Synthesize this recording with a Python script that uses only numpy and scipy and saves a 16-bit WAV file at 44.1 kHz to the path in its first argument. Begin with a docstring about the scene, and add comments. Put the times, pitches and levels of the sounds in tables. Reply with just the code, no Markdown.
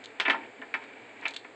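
"""Steady, mostly low room noise and faint sliding friction are heard first, then small screws tick.
A small screwdriver knocks, clatters and settles on a wooden desk; a hand comes softly to rest.
Ticks and knocks are shaped impulses exciting dense damped vibration and decaying modal tones.
Friction and room noise are filtered noise; sparse random reflections form the reverberation.
A low-pass filter limits the band of the microphone."""
import sys
import numpy as np
from scipy import signal
from scipy.fft import rfft, irfft
from scipy.io import wavfile
from scipy.ndimage import uniform_filter1d

SR = 44100
rng = np.random.default_rng(int(sys.argv[2]) if len(sys.argv) > 2 else 0)


def generate_wav(signal):
    """Clip the signal to [-1, 1] and save it as 16-bit WAV at the path in sys.argv[1]."""
    frames = np.transpose(np.atleast_2d(signal))
    scaled = np.clip(frames, -1, 1) * 32767
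    pcm = np.round(scaled).astype(np.int16)
    wavfile.write(sys.argv[1], SR, pcm)


N = 68355  # length of the scene [samples]
TAPS = 4096  # length of an impulse or burst [samples]

# Spectrum of the steady room noise: (frequency [Hz], relative density [dB])
AIR_SPECTRUM = [(25, -33.5), (60, -29.5), (85, -24), (108, -6), (135, -14), (180, -16.5), (225, -4.5),
                (275, 1.5), (330, -3), (440, 3), (560, -4), (720, -2.5), (1100, -10.5), (1400, -9.5),
                (1900, -6), (2300, -8), (2700, -13), (3400, -17), (4600, -22.5), (5700, -37.5),
                (7500, -21.5), (8500, -33.5)]
AIR_DB = -51.5

# Friction of the screwdriver sliding lightly over the desk: (time [s], level [dB])
SLIDE_LEVEL = [(.36, -55), (.43, -47.5), (0.521, -59), (0.761, -56.5), (.83, -49), (.92, -52), (1.0, -51),
               (1.13, -54), (1.211, -52), (1.252, -40.5), (1.29, -50), (1.4, -66)]
# Friction coloured by the desk resonances: (frequency [Hz], relative level [dB])
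SLIDE_SPECTRUM = [(150, -25.5), (300, -4.5), (650, -4.5), (920, -1), (1200, -7.5), (1750, 1), (2050, -2.5),
                  (2300, 7), (2600, -3.5), (4000, -21), (8000, -50.5)]

# Screws ticking between the fingers: (time [s], strength [dB], scrape decay T60 [s],
# snap relative to clack [dB], relative ring [dB])
TICKS = [(.040, -22, 0.028, -6.5, -6), (0.0472, -24, 0.021, -7, -10), (.058, -18.5, 0.0093, -6.5, -8),
         (0.838, -30, 0.03, -12, -4), (1.212, -34, 0.022, 0, 0), (1.2826, -15.5, 0.0068, 1, -15),
         (1.287, -21, 0.064, -5, -1), (1.308, -25, 0.043, 0, 2), (1.3378, -20.5, .04, -17, 0.5),
         (1.343, -19.5, 0.05, -9, 2), (1.3622, -16.5, .03, -17, -6), (1.3645, -11.5, 0.029, -11.5, 0),
         (1.3725, -28.5, 0.005, 1, -17)]
# Colour of a screw contact: (frequency [Hz], relative level [dB])
SCREW_SPECTRUM = [(150, -43), (500, -32), (1300, -14.5), (2300, -5.5), (3000, -2), (3450, -1), (3900, 2),
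                  (4300, 2), (5600, -15), (7000, -3.5), (8500, -17)]
# Ringing modes of a screw: (frequency [Hz], relative level [dB], decay T60 [s])
SCREW_MODES = [(3060, -13.5, 0.018), (3495, 1.5, 0.052), (3870, -12, 0.023), (4400, -0.5, .03),
               (7990, -6.5, 0.024)]
SCREW_RING_DB = -6

# Reverberation time of the room: (frequency [Hz], decay T60 [s])
ROOM_T60 = [(200, 0.74), (550, 0.46), (1400, 0.23), (3700, .24), (8000, 0.21)]
ROOM_DELAY_S = 0.008
KNOCK_ROOM_DB, TICK_ROOM_DB = -11.5, -13.5

# Screwdriver contacts on the desk: (time [s], strength [dB], thud [dB], clack [dB], snap [dB],
# ring [dB], mode favoured at that spot [Hz], crack pitch [Hz], relative crack [dB])
KNOCKS = [(.1995, 6.5, -3, 0.5, 9, -3.5, 2620, 3330, -9), (0.2051, -3.5, 0, 3, -6.5, -6, 1802, 2626, -5),
          (0.2152, -16, -12, 5, -4, -14, 1420, 3700, -8), (0.2527, 1, -6.5, 3.5, -18, 2, 1756, 2580, -10),
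          (0.2607, -1, 0, 0, -14, 2.5, 1756, 3500, -14.5),
          (0.2736, -10.5, 10, -2, -13, -3.5, 910, 1100, -17),
          (0.2813, 0.5, 7.5, -8, 1.5, 2, 2255, 2290, -3), (0.2986, 8, -0.5, -0.5, -1, 1, 1756, 3340, -14.5),
          (.3068, 4, -5, -14, 2.5, 0.5, 1402, 3020, -6.5), (0.32, -7, 3, -13, -13, 1, 1756, 1500, -18),
          (.333, -5, 1, -17.5, -20.5, 2, 1402, 1334, -3),
          (0.3461, -11.5, 8.5, -7.5, -2, 2.5, 1044, 1027, 2.5),
          (0.3623, -16.5, 2.5, -13, -9, 1, 1756, 1750, -10.5),
          (0.6171, -15.5, 6.5, -1, -11, -3.5, 1756, 2910, -13),
          (.622, -16.5, 1.5, -33, -11, 5.5, 1756, 1815, 2), (0.7404, 2.5, -4, -7, -1, -1, 2200, 2238, -9),
          (0.7498, -7, 4, -17, -16, -1, 905, 1690, -7), (1.2548, -0.8, -2.5, 1.5, -3, -1, 2362, 2512, -3),
          (1.2624, -4.5, -8, -13, -3, -2, 2362, 2260, -5), (1.277, -16.5, 1, 10, -3, -35, 905, 3790, -2),
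          (1.4474, -16, 1, -13, -8, 3, 2240, 2480, -6.5)]
# Modes of desk top and screwdriver shaft: (frequency [Hz], relative level [dB], decay T60 [s])
DESK_MODES = [(269.6, -19, 0.3), (429.7, -15, 0.16), (667, -13, .2), (808.5, -18.5, 0.54), (908, -9, 0.2),
              (1020, -6.5, .13), (1275, -11, 0.2), (1394, -6.5, 0.13), (1590, -18.5, 0.22),
              (1742, -5.5, 0.12), (1759, -0.5, 0.096), (1940, 2.5, 0.054), (2181, -5, 0.086),
              (2252, -7.5, .14), (2345, -1, 0.061), (2643, -1.5, 0.088), (2780, -21, 0.085),
              (3043, -5, 0.063), (3610, -12, 0.054), (4490, -19.5, 0.12)]
# Colour of the dense, quickly damped desk vibration: (frequency [Hz], relative level [dB])
BODY_SPECTRUM = [(60, -51.5), (170, -19.5), (240, -8), (600, -6.5), (1150, -5), (1800, 1.5), (2400, -1),
                 (3500, -7.5), (4400, -18), (5500, -30.5), (8000, -38)]
# Frequencies at which the force spectrum of a contact is set [Hz]
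THUD_HZ, MID_HZ, CLACK_HZ, SNAP_HZ = 690, 2360, 3200, 5200
BODY_T60_S = 0.083
BODY_DB, RING_DB, CONTACT_DB = -4, -3.5, -21.5
SPOT_DB, SPOT_WIDTH_HZ = 6.5, 73  # boost of modes near the favoured one
CRACK_T60_S, CRACK_RISE_S = 0.012, 0.0004

# A hand comes to rest on the desk
BUMP_AT_S, BUMP_LENGTH_S, BUMP_HZ, BUMP_DB = 0.590, 0.026, 272, -43.5

EDGE_HZ = 8750  # upper band edge of the microphone


def amp(db):
    """Logarithmic level: converts decibels to an amplitude ratio."""
    return 10 ** (np.asarray(db) / 20)


def unit(x):
    """Energy normalisation: scales the sum of squares to one."""
    return x / np.sqrt(np.sum(x ** 2) + 1e-20)


def read(points, hz):
    """Logarithmic frequency scale: interpolates a table along it."""
    table_hz, value = np.transpose(points)
    return np.interp(np.log(hz + 1), np.log(table_hz + 1), value)


def add(mix, start_s, sound):
    """Superposition: adds a sound into the mix in place at a given time."""
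    part = mix[round(start_s * SR):][:len(sound)]
    part += sound[:len(part)]


def noise(points):
    """Spectral shaping: filters white noise to a given spectrum and unit rms."""
    white = rfft(rng.standard_normal(N))
    shaped = white * amp(read(points, np.fft.rfftfreq(N, 1 / SR)))
    return unit(irfft(shaped, N)) * np.sqrt(N)


def pulse(points):
    """Minimum phase: derives a causal click from its log spectrum by the Hilbert transform."""
    hz = abs(np.fft.fftfreq(TAPS, 1 / SR))
    log_gain = np.log(amp(read(points, hz)))
    return np.fft.ifft(np.exp(np.conj(signal.hilbert(log_gain)))).real


def burst(t60, count=3):
    """High modal density: crowded modes of like strength, struck together, decay as noise."""
    t = np.arange(TAPS) / SR
    fade = amp(-60 * t / t60)
    x = rng.standard_normal(TAPS) * fade
    # Even out the spectrum and the decay in turn
    for _ in range(count):
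        spectrum = rfft(x)
        power = uniform_filter1d(abs(spectrum) ** 2, size=40)
        x = irfft(spectrum / np.sqrt(power + 1e-12))
        envelope = np.sqrt(abs(uniform_filter1d(x ** 2, size=90)) + 1e-18)
        x = x / envelope * fade
    return unit(x)


def dying(modes):
    """Modal decay: one exponentially damped cosine per mode, neighbours opposite in sign."""
    t = np.arange(SR // 3) / SR
    hz, db, t60 = np.transpose(modes)[:, :, None]
    sign = (-1) ** np.arange(len(modes))[:, None]
    return sign * amp(db - 60 * t / t60) * np.cos(2 * np.pi * hz * t)


def room_noise():
    """Stationary random noise: a fixed spectrum at a constant level."""
    return amp(AIR_DB) * noise(AIR_SPECTRUM)


def sliding(grain_db=2):
    """Dry friction: faint noise in the desk resonances, its level randomly uneven."""
    grain = uniform_filter1d(rng.standard_normal(N), size=400)
    grain = unit(grain) * np.sqrt(N)
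    level_db = np.interp(np.arange(N) / SR, *np.transpose(SLIDE_LEVEL))
    return noise(SLIDE_SPECTRUM) * amp(level_db + grain_db * grain)


def screws():
    """Impact of small bodies: a bright contact excites a short scrape and a metallic ring."""
    out = np.zeros(N)
    colour = pulse(SCREW_SPECTRUM)
    highpass = signal.butter(2, 2000, "high", fs=SR, output="sos")
    ring = unit(signal.sosfilt(highpass, dying(SCREW_MODES).sum(0)))
    for start_s, db, t60, snap_db, ring_db in TICKS:
        contact = pulse([(CLACK_HZ, 0), (SNAP_HZ, snap_db)])
        force = signal.fftconvolve(colour, contact)
        scrape = unit(signal.fftconvolve(force, burst(t60)))
        add(out, start_s, amp(db) * scrape)
        add(out, start_s, amp(db + ring_db + SCREW_RING_DB) * ring)
    return out


def room(x):
    """Reverberation: sparse random reflections, each frequency band decaying at its own rate."""
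    count = SR // 2
    present = rng.random(count) < 0.1
    late = np.arange(count) > ROOM_DELAY_S * SR
    taps = rng.standard_normal(count) * present * late
    hz, t, bands = signal.stft(taps, SR, nperseg=256)
    fade = amp(-60 * t / read(ROOM_T60, hz)[:, None])
    tail = signal.istft(bands * fade, SR, nperseg=256)[1]
    return signal.fftconvolve(x, unit(tail))[:N]


def crack(hz):
    """Transient response of the tool: a brief tone that rises quickly and decays exponentially."""
    t = np.arange(TAPS) / SR
    envelope = (1 - np.exp(-t / CRACK_RISE_S)) * amp(-60 * t / CRACK_T60_S)
    return unit(envelope * np.sin(2 * np.pi * hz * t))


def screwdriver():
    """Modal excitation: a soft or hard contact drives the damped desk and its ringing modes."""
    out = np.zeros(N)
    colour = unit(pulse(BODY_SPECTRUM))
    bandpass = signal.butter(4, [200, 4000], "band", fs=SR, output="sos")
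    modes = signal.sosfilt(bandpass, dying(DESK_MODES))
    mode_hz = np.transpose(DESK_MODES)[0]
    for start_s, db, thud_db, clack_db, snap_db, ring_db, spot_hz, crack_hz, crack_db in KNOCKS:
        contact = [(THUD_HZ, thud_db), (MID_HZ, 0), (CLACK_HZ, clack_db), (SNAP_HZ, snap_db)]
        force = amp(db) * pulse(contact)
        # The point of contact favours modes near one frequency
        favour = amp(SPOT_DB * np.exp(-((mode_hz - spot_hz) / SPOT_WIDTH_HZ) ** 2))
        response = amp(RING_DB + ring_db) * unit(favour @ modes)
        body = unit(signal.fftconvolve(colour, burst(BODY_T60_S)))
        add(response, 0, amp(BODY_DB) * body)
        add(response, 0, amp(CONTACT_DB) * colour)  # direct click
        add(out, start_s, signal.fftconvolve(force, response))
        add(out, start_s, amp(db + crack_db) * crack(crack_hz))
    return out


def hand():
    """Smooth forcing: a soft push stirs a low tone of the desk under a half-sine swell."""
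    t = np.arange(N) / SR - BUMP_AT_S
    swell = np.sin(np.pi * np.clip(t / BUMP_LENGTH_S, 0, 1))
    return amp(BUMP_DB) * np.sin(2 * np.pi * BUMP_HZ * t) * swell


def scene():
    """Linear superposition: direct sounds, their reverberation and the steady noise add."""
    ticks, knocks = screws(), screwdriver()
    echo = room(amp(KNOCK_ROOM_DB) * knocks + amp(TICK_ROOM_DB) * ticks)
    return (room_noise() + sliding() + ticks + echo + knocks + hand())[None]


def record(dry):
    """Band limitation: a linear-phase low-pass filter stands for the microphone."""
    lowpass = signal.firwin(255, EDGE_HZ, window=("kaiser", 7), fs=SR)
    return signal.oaconvolve(dry, lowpass[None], "same")


dry = scene()
out = record(dry)
generate_wav(out)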